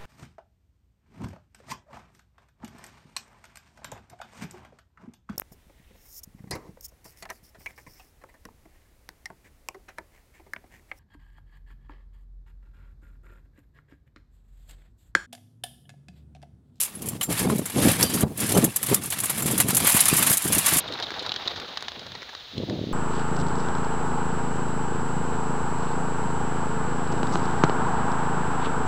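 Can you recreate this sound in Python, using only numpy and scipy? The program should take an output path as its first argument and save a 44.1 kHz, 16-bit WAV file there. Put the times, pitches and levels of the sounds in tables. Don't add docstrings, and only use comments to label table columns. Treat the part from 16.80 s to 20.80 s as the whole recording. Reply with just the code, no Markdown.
import sys
import numpy as np
from scipy import signal
from scipy.fft import rfft, irfft
from scipy.io import wavfile
from scipy.ndimage import uniform_filter1d

SR = 44100
rng = np.random.default_rng(int(sys.argv[2]) if len(sys.argv) > 2 else 0)


def dump(signal):
    limited = np.clip(np.atleast_2d(signal).T, -1, 1)
    pcm = np.round(limited * 32767).astype(np.int16)
    wavfile.write(sys.argv[1], SR, pcm)


N = 176400

# (frequency [Hz], level [dB])
AIR_EQ = [(28, 6), (140, -2.5), (620, -7), (2100, -25), (10500, -19), (15500, -20)]
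# (frequency [Hz], level [dB])
RUMBLE_EQ = [(22, -48), (42, -4), (72, -5.5), (115, 1.5), (205, .5), (310, -7.5), (510, -20.5), (950, -24),
             (2900, -68)]
# (frequency [Hz], level [dB])
RASP_EQ = [(40, -32), (190, -6), (320, 2.5), (470, 0), (760, -11), (1350, -22), (2450, -36), (6100, -82)]
# (time [s], level [dB])
GUSTS = [(0.0, -54), (0.11, -55), (0.22, -33.5), (0.41, -35.5), (0.43, -57), (0.5, -23.5), (0.58, -35),
         (0.63, -26.5), (0.71, -20.5), (0.92, -46), (0.97, -17), (1.02, -24), (1.06, -17), (1.1, -20.5),
         (1.15, -31), (1.24, -20.5), (1.28, -31.5), (1.37, -24.5), (1.4, -30.5), (1.44, -21), (1.48, -27.5),
         (1.56, -39.5), (1.64, -23), (1.68, -38), (1.7, -24.5), (1.77, -17), (1.82, -25.5), (1.84, -16.5),
         (1.94, -47.5), (2.08, -33.5), (2.12, -20), (2.16, -33.5), (2.41, -43.5), (2.43, -31.5),
         (2.47, -41.5), (2.65, -28), (3.04, -31), (3.11, -40.5), (3.15, -28), (3.19, -37), (3.3, -36.5),
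         (3.32, -27.5), (3.45, -33.5), (3.51, -27.5), (3.62, -60), (3.65, -30.5), (3.73, -30), (3.77, -24),
         (3.83, -42.5), (3.89, -40), (3.92, -37), (3.97, -27.5), (4.0, -42)]
# (time [s], level [dB])
WIND_BUFFETS = [(0.334, -30), (0.615, -15.5), (0.753, -14), (0.816, -20.5), (1.052, -7.5), (1.071, -6),
                (1.84, -29), (2.655, -15), (2.692, -25), (2.755, -17), (2.798, -20), (2.844, -18),
                (2.887, -14), (3.019, -18), (3.146, -13.5), (3.327, -11.5), (3.507, -18), (3.654, -14),
                (3.923, -18.5)]

# (time [s], level [dB])
HOOK_STRIKES = [(0.285, -33), (0.43, -21), (2.147, -29), (2.622, -24.5)]
# (frequency [Hz], level [dB], t60 [s])
HOOK_MODES = [(7375, -3, 0.11), (9383, -12, 0.19), (9900, -12, .08), (10870, -14, 0.15), (12220, -6, 0.074),
              (13500, -9, 0.095)]
# (time [s], level [dB])
BAR_STRIKES = [(1.2278, -26), (1.34, -40)]
# (frequency [Hz], level [dB], t60 [s])
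BAR_MODES = [(3060, -11.5, 0.5), (4730, -3.5, 0.45), (4640, 9, 0.029), (5440, 14, .028), (5920, 9, 0.032),
             (5940, -13, 0.34), (9369, 0, 0.18), (10400, -2, 0.12), (11030, 10.5, 0.045), (12200, -2.5, .1),
             (13528, -8.5, .11)]
# (time [s], level [dB])
RIM_KNOCKS = [(0.412, -17.5), (2.323, -25), (2.803, -32)]
# (frequency [Hz], level [dB], t60 [s])
RIM_MODES = [(1500, -20, 0.035), (2060, -15, 0.034), (3030, 0, 0.021)]
# (time [s], level [dB])
CREAK_SLIPS = [(0.7, -20.5)]
# (frequency [Hz], level [dB], t60 [s])
CREAK_MODES = [(1070, 1, 0.023), (1360, -4.5, 0.022), (1780, -15, .022)]
# (time [s], frequency [Hz], level [dB])
WIRE_PLUCKS = [(0.153, 10900, -29), (0.775, 3910, -36), (1.345, 6640, -32), (1.745, 6160, -30),
               (1.75, 3040, -31)]
# (time [s], level [dB])
WIRE_SNAPS = [(0.22, -10), (0.287, 2), (0.411, -4), (1.226, -8), (1.8423, 2), (1.9614, -4), (2.146, 12),
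              (2.804, -2), (3.067, -1), (3.2039, 5), (3.498, 3), (3.5724, 0), (3.6214, -7)]
# (time [s], length [s], slip rate [1/s], level [dB])
GRID_GROANS = [(0.71, 0.031, 208, -23), (1.752, 0.041, 195, -21), (2.107, 0.029, 134, -20)]
# (frequency [Hz], level [dB])
BODY_EQ = [(60, -20), (135, -6), (230, 1), (450, -8.5), (700, -21.5), (1300, -24), (3000, -75)]
# (frequency [Hz], width [Hz], level [dB])
BODY_PEAKS = [(412, 80, 0)]

# (frequency [Hz], level [dB])
LINK_EQ = [(1000, -52), (2500, -11.5), (4200, -13), (6000, -10), (7400, -7), (8700, -4.5), (10100, 1.5),
           (11400, -1), (12700, -4), (14100, -11.5), (15900, -17)]
# (frequency [Hz], width [Hz], level [dB])
LINK_PEAKS = [(6610, 190, -2), (7310, 156, 5), (8440, 120, -2.5), (9130, 160, -5), (10500, 50, -23),
              (12400, 87, -7)]
# (time [s], level [dB])
LINK_TICKS = [(0.0065, 1), (0.0138, 3), (0.024, -12), (0.036, -2), (0.0497, -11), (3.256, -2)]
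# (time [s], level [dB], grit send [dB], length [s])
CLATTER_RUNS = [(0.0014, -14, -37, 0.032), (0.0264, -20.5, -40, 0.035), (0.2195, -22, -32, 0.007),
                (0.2583, -24, -24, 0.017), (0.2864, -16, -22, 0.005), (0.41, -22.5, -6, 0.0047),
                (0.432, -15, -35, 0.0063), (0.503, -21.5, -8, 0.0055), (0.523, -16.5, -28, 0.0048),
                (0.591, -12, -11, 0.0055), (0.7586, -22, -20, 0.0064), (0.781, -19, -31, 0.01),
                (0.855, -16.5, -5.5, 0.01), (0.8976, -21.5, -0.5, 0.0056), (1.083, -13, 2.5, 0.0063),
                (1.1144, -10, -17, 0.0042), (1.1964, -21, 1, 0.0055), (1.208, -11, 0, 0.0026),
                (1.228, -5.5, -22, 0.0061), (1.295, -19, -26, 0.0039), (1.3364, -15.5, -38, 0.022),
                (1.407, -11.5, -12, 0.0044), (1.574, -18, -16, 0.0055), (1.602, -12.5, -27, 0.007),
                (1.662, -18, -16, 0.0062), (1.6905, -15.5, -24, 0.0082), (1.718, -12, -26, 0.005),
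                (1.7479, -17, -26, 0.0055), (1.7722, -9.5, -2.5, 0.0086), (1.8421, -2.5, -11.5, 0.0031),
                (1.96, -5.5, -13.5, 0.0045), (2.0283, -10.5, -6.5, 0.0073), (2.0636, -15.5, -31, 0.0059),
                (2.0847, -16.5, -2.5, 0.015), (2.143, -2.5, -12, 0.0027), (2.2348, -17.5, -15, 0.0063),
                (2.258, -16, -27, 0.0025), (2.302, -13.5, -20, 0.0063), (2.3224, -13, -3, 0.0054),
                (2.384, -17.5, -0.5, 0.005), (2.4015, -11.5, -14, 0.0042), (2.4353, -10.5, -5.5, 0.0093),
                (2.454, -14, -21, 0.0062), (2.4961, -8.5, -6, 0.0087), (2.575, -18.5, -3, 0.032),
                (2.622, -13, -7, 0.0042), (2.659, -11.5, -11, 0.011), (2.675, -15.5, -1.5, 0.011),
                (2.709, -12.5, -9, 0.013), (2.7777, -7, -11, 0.0044), (2.801, 0.5, -5, 0.0034),
                (2.8836, -9.5, -6, 0.0055), (2.903, -11, -3, 0.0055), (2.9472, -6.5, -16, 0.006),
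                (2.9668, -5.5, -8.5, 0.01), (3.001, -12.5, -2.5, 0.006), (3.0445, -9, -8, 0.0049),
                (3.0683, -3, -4.5, 0.0093), (3.087, -7.5, -4, 0.015), (3.1194, -8, -26, 0.0084),
                (3.1414, -7.5, -6, 0.015), (3.1652, -2.5, -8, 0.005), (3.2043, -1, -18, 0.0059),
                (3.2547, -5.5, -26, 0.0029), (3.282, -3, -45, 0.0036), (3.3024, -20, -17, 0.0051),
                (3.3344, -8, -2, 0.0042), (3.364, -7.5, -33, 0.013), (3.3793, -7.5, -6, 0.015),
                (3.424, -5, -4.5, 0.0068), (3.465, -5, -12, 0.0074), (3.4975, -6.5, -7.5, 0.0084),
                (3.5124, -6, -5.5, 0.0045), (3.526, -6, -17, 0.0078), (3.535, -11, -15, 0.0091),
                (3.57, -7, -16, 0.0053), (3.62, -14.5, -12, 0.006), (3.6411, -16.5, -11, 0.016),
                (3.676, -13.5, -14, 0.0097), (3.7225, -6.5, -32, 0.0065), (3.747, -6.5, -9, 0.0042),
                (3.7808, -4, -35, 0.0064), (3.8615, -5, -31, 0.0061), (3.8814, -9, -25, 0.007),
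                (3.934, -9, -34, 0.0099), (3.9677, -5.5, -22, 0.0041), (3.981, -6, -16, 0.0072)]
# (frequency [Hz], level [dB])
GRIT_EQ = [(35, -33), (160, -13.5), (420, -12), (720, -2.5), (1100, -2.5), (1650, -3), (2350, -2.5),
           (3300, -3), (4600, -6), (6600, -9.5), (10100, -3.5), (15900, -36)]
# (frequency [Hz], width [Hz], level [dB])
STEEL_PEAKS = [(930, 49, -15.5), (1148, 81, -8), (1750, 160, -10), (2190, 130, -10)]
# (time [s], level [dB])
DRAG_SETTLE = [(0.0, -37.5), (0.132, -51), (0.21, -52), (0.246, -47.5), (0.37, -47.5), (0.385, -63),
               (0.407, -58)]
# (time [s], level [dB])
DRAG_FIRST = [(0.414, -28.5), (0.483, -53.5), (0.503, -33.5), (0.557, -37), (0.591, -27.5), (0.683, -43),
              (0.703, -35), (0.711, -39), (0.831, -46), (0.935, -42.5), (0.985, -30.5), (1.095, -27),
              (1.173, -35), (1.227, -28), (1.259, -37), (1.428, -32)]
# (time [s], level [dB])
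DRAG_SECOND = [(1.45, -67), (1.48, -54), (1.55, -54), (1.6, -34.5), (1.8, -34), (1.94, -46.5), (1.97, -43),
               (1.99, -44.5), (2.14, -31), (2.21, -51), (2.22, -37.5), (2.3, -44), (2.329, -33),
               (2.35, -41), (2.51, -37), (2.53, -39), (2.8, -34.5), (2.8, -25), (2.85, -41.5), (2.91, -29),
               (2.93, -35.5), (3.07, -27), (3.52, -29), (3.59, -39), (3.69, -31.5), (3.71, -37),
               (3.73, -27.5), (3.84, -33), (3.88, -24.5), (4.0, -28)]

TIME = np.arange(N) / SR
STOP_S = 1.435


def from_db(db):
    return 10 ** (np.asarray(db) / 20)


def rms_one(x):
    return x / np.sqrt(np.mean(x ** 2) + 1e-20)


def envelope(rows):
    return np.interp(TIME, *np.transpose(rows))


def decay(age, fall_s):
    return np.exp(-np.clip(age / fall_s, 0, 50))


def drift(rate_hz):
    hop, warm_up = 40, 2000
    pole = np.exp(-2 * np.pi * hop * rate_hz / SR)
    noise = rng.standard_normal(N // hop + warm_up + 2)
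    slow = signal.lfilter([1], [1, -2 * pole, pole * pole], noise)[warm_up:]
    return np.interp(np.arange(N) / hop, np.arange(len(slow)), rms_one(slow))


def colour(x, eq, peaks=()):
    size = 2 * N
    hz = np.arange(N + 1) * SR / size
    eq_hz, eq_db = np.transpose(eq)
    curve_db = np.interp(np.log(hz + 1), np.log(eq_hz), eq_db)
    cepstrum = irfft(np.log(from_db(curve_db)))
    response = np.exp(rfft(np.r_[0, 2 * cepstrum[1:N]], size))
    response *= 1 + sum(from_db(db) / (1 + 2j * (hz - centre) / width) for centre, width, db in peaks)
    response /= np.sqrt(np.mean(abs(response) ** 2))
    return irfft(rfft(x, size) * response)[:N]


def grains(per_s, spread_db=0.5):
    sizes = from_db(spread_db * np.minimum(rng.exponential(1, N), 4))
    signs = rng.choice([-1, 1], N)
    return rms_one(sizes * signs * (rng.random(N) < per_s / SR))


def levelled(x, window):
    power = np.maximum(uniform_filter1d(x * x, window), 0)
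    return x / np.sqrt(power + 0.02)


def impulses(times, db):
    clicks = np.zeros(N)
    clicks[(np.asarray(times) * SR).astype(int)] = from_db(db)
    return clicks


def ring(clicks, hz, t60):
    radius, angle = from_db(-60 / (t60 * SR)), 2 * np.pi * hz / SR
    return signal.lfilter([0, np.sin(angle)], [1, -2 * radius * np.cos(angle), radius ** 2], clicks + 1e-18)


def struck(hits, modes):
    times, hit_db = np.transpose(hits)
    out = np.zeros(N)
    for hz, mode_db, t60 in modes:
        scatter_db = 2 * rng.standard_normal(len(times))
        out += ring(impulses(times, hit_db + mode_db + scatter_db), hz, t60)
    return out


def pings(level, eq, per_s, range_hz, t60, parts=36):
    touches = grains(per_s, spread_db=2) * level
    pitches = np.linspace(*range_hz, parts) + 50 * rng.standard_normal(parts)
    touched = rng.integers(0, parts, N)
    rings = sum(ring(touches * (touched == k), hz, t60) for k, hz in enumerate(pitches))
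    return np.sqrt(np.mean(level ** 2)) * rms_one(colour(rings, eq))


def air(gain_db=-49.5):
    return from_db(gain_db) * colour(rng.standard_normal(N), AIR_EQ)


def wind(rumble_db=-1.54, buffet_db=-4, rise_s=0.0024, rasp_db=-25, strong_gust_db=-18.5):
    gust_db = envelope(GUSTS) + 3 * drift(rate_hz=62)
    power = from_db(rumble_db + gust_db) ** 2
    for start, db in WIND_BUFFETS:
        rise = np.clip((TIME - start) / rise_s, 0, 50)
        power += (from_db(buffet_db + db) * rise * np.exp(1 - rise)) ** 2
    rumble = levelled(colour(rng.standard_normal(N), RUMBLE_EQ), window=600)
    rasp = levelled(colour(rng.standard_normal(N), RASP_EQ), window=500)
    rasp_gain = from_db(rasp_db + 1.49 * (gust_db - strong_gust_db))
    return rumble * np.sqrt(power) + rasp * rasp_gain


def thump():
    return ring(impulses([STOP_S], db=3), hz=150, t60=0.013)


def creak():
    return struck(CREAK_SLIPS, CREAK_MODES)


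def rim():
    return struck(RIM_KNOCKS, RIM_MODES)


def bar(choke_s=0.0091):
    return struck(BAR_STRIKES, BAR_MODES) * decay(TIME - STOP_S, choke_s)


def hook():
    return struck(HOOK_STRIKES, HOOK_MODES)


def wires(t60=0.078):
    return sum(struck([(start, db)], [(hz, 0, t60)]) for start, hz, db in WIRE_PLUCKS)


def groans():
    pulses = np.zeros(N)
    for start, length, per_s, db in GRID_GROANS:
        age = TIME - start
        slips = np.diff(np.floor(age * per_s), prepend=0) > 0
        swell = np.sqrt(np.abs(np.sin(np.pi * np.clip(age / length, 0, 1))))
        strength = from_db(db + rng.standard_normal(N)) * np.sqrt(SR / per_s)
        pulses += slips * swell * strength
    return colour(pulses, BODY_EQ, BODY_PEAKS)


def snaps(gain_db=-19.5, fall_s=0.0014):
    level = np.zeros(N)
    for start, db in WIRE_SNAPS:
        age = TIME - start
        level += from_db(gain_db + db) * (age >= 0) * decay(age, fall_s)
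    return colour(level * rng.standard_normal(N), LINK_EQ)


def ticks():
    times, db = np.transpose(LINK_TICKS)
    return colour(impulses(times, db), LINK_EQ)


def crackle(motion, gain_db=-6):
    return colour(from_db(gain_db) * motion * grains(per_s=230, spread_db=3), LINK_EQ)


def link_pings(shaking):
    return pings(shaking, LINK_EQ, per_s=250, range_hz=(7050, 14150), t60=0.03)


def clatters(metal_db=-12, grit_db=-11, ping_db=-9, attack_s=0.00071, tail_db=-32):
    metal_power, grit_power = np.zeros((2, N))
    for start, db, send_db, length in CLATTER_RUNS:
        age = TIME - start
        attack = np.clip(age / attack_s, 0, 1)
        release = decay(age - length, fall_s=0.0071)
        tail = from_db(tail_db) * decay(age - length, fall_s=0.029)
        power = (from_db(db) * attack * (release + tail)) ** 2
        metal_power += power
        grit_power += power * from_db(send_db) ** 2
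    touches = levelled(grains(per_s=6500), window=200)
    shaking = from_db(metal_db) * np.sqrt(metal_power)
    rattle = colour(touches * shaking, LINK_EQ, LINK_PEAKS)
    grit = from_db(grit_db) * colour(touches * np.sqrt(grit_power), GRIT_EQ, STEEL_PEAKS)
    return rattle + from_db(ping_db) * link_pings(shaking) + crackle(shaking) + grit


def scrape(crunch_db=-0.23, mesh_db=-7.23, jingle_db=-2, ping_db=-5, judder_db=2):
    drag = from_db(envelope(np.vstack([DRAG_SETTLE, DRAG_FIRST, DRAG_SECOND])))
    judder = from_db(judder_db * drift(rate_hz=45))
    grit = grains(per_s=3000) * from_db(crunch_db) * drag * judder
    crunch = colour(grit, GRIT_EQ, STEEL_PEAKS)
    mesh = pings(from_db(mesh_db) * drag, GRIT_EQ, per_s=200, range_hz=(1050, 6422), t60=0.05)
    sliding = from_db(jingle_db) * drag
    jingle = colour(grains(per_s=1300) * sliding * judder, LINK_EQ, LINK_PEAKS)
    return crunch + mesh + jingle + crackle(sliding) + link_pings(from_db(ping_db) * sliding)


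def scene():
    metal = scrape() + clatters() + snaps() + ticks() + groans() + wires()
    accents = hook() + bar() + rim() + creak()
    background = air() + wind() + thump()
    return (metal + accents + background)[None]


def record(dry, low_cut_hz=92, high_cut_hz=15800, ceiling=1.5):
    low_cut = signal.butter(2, low_cut_hz, "high", fs=SR, output="sos")
    high_cut = signal.cheby1(14, 0.2, high_cut_hz, fs=SR, output="sos")
    rounded = ceiling * np.tanh(signal.sosfilt(low_cut, dry) / ceiling)
    return signal.sosfilt(high_cut, rounded)


dry = scene()
out = record(dry)
dump(out)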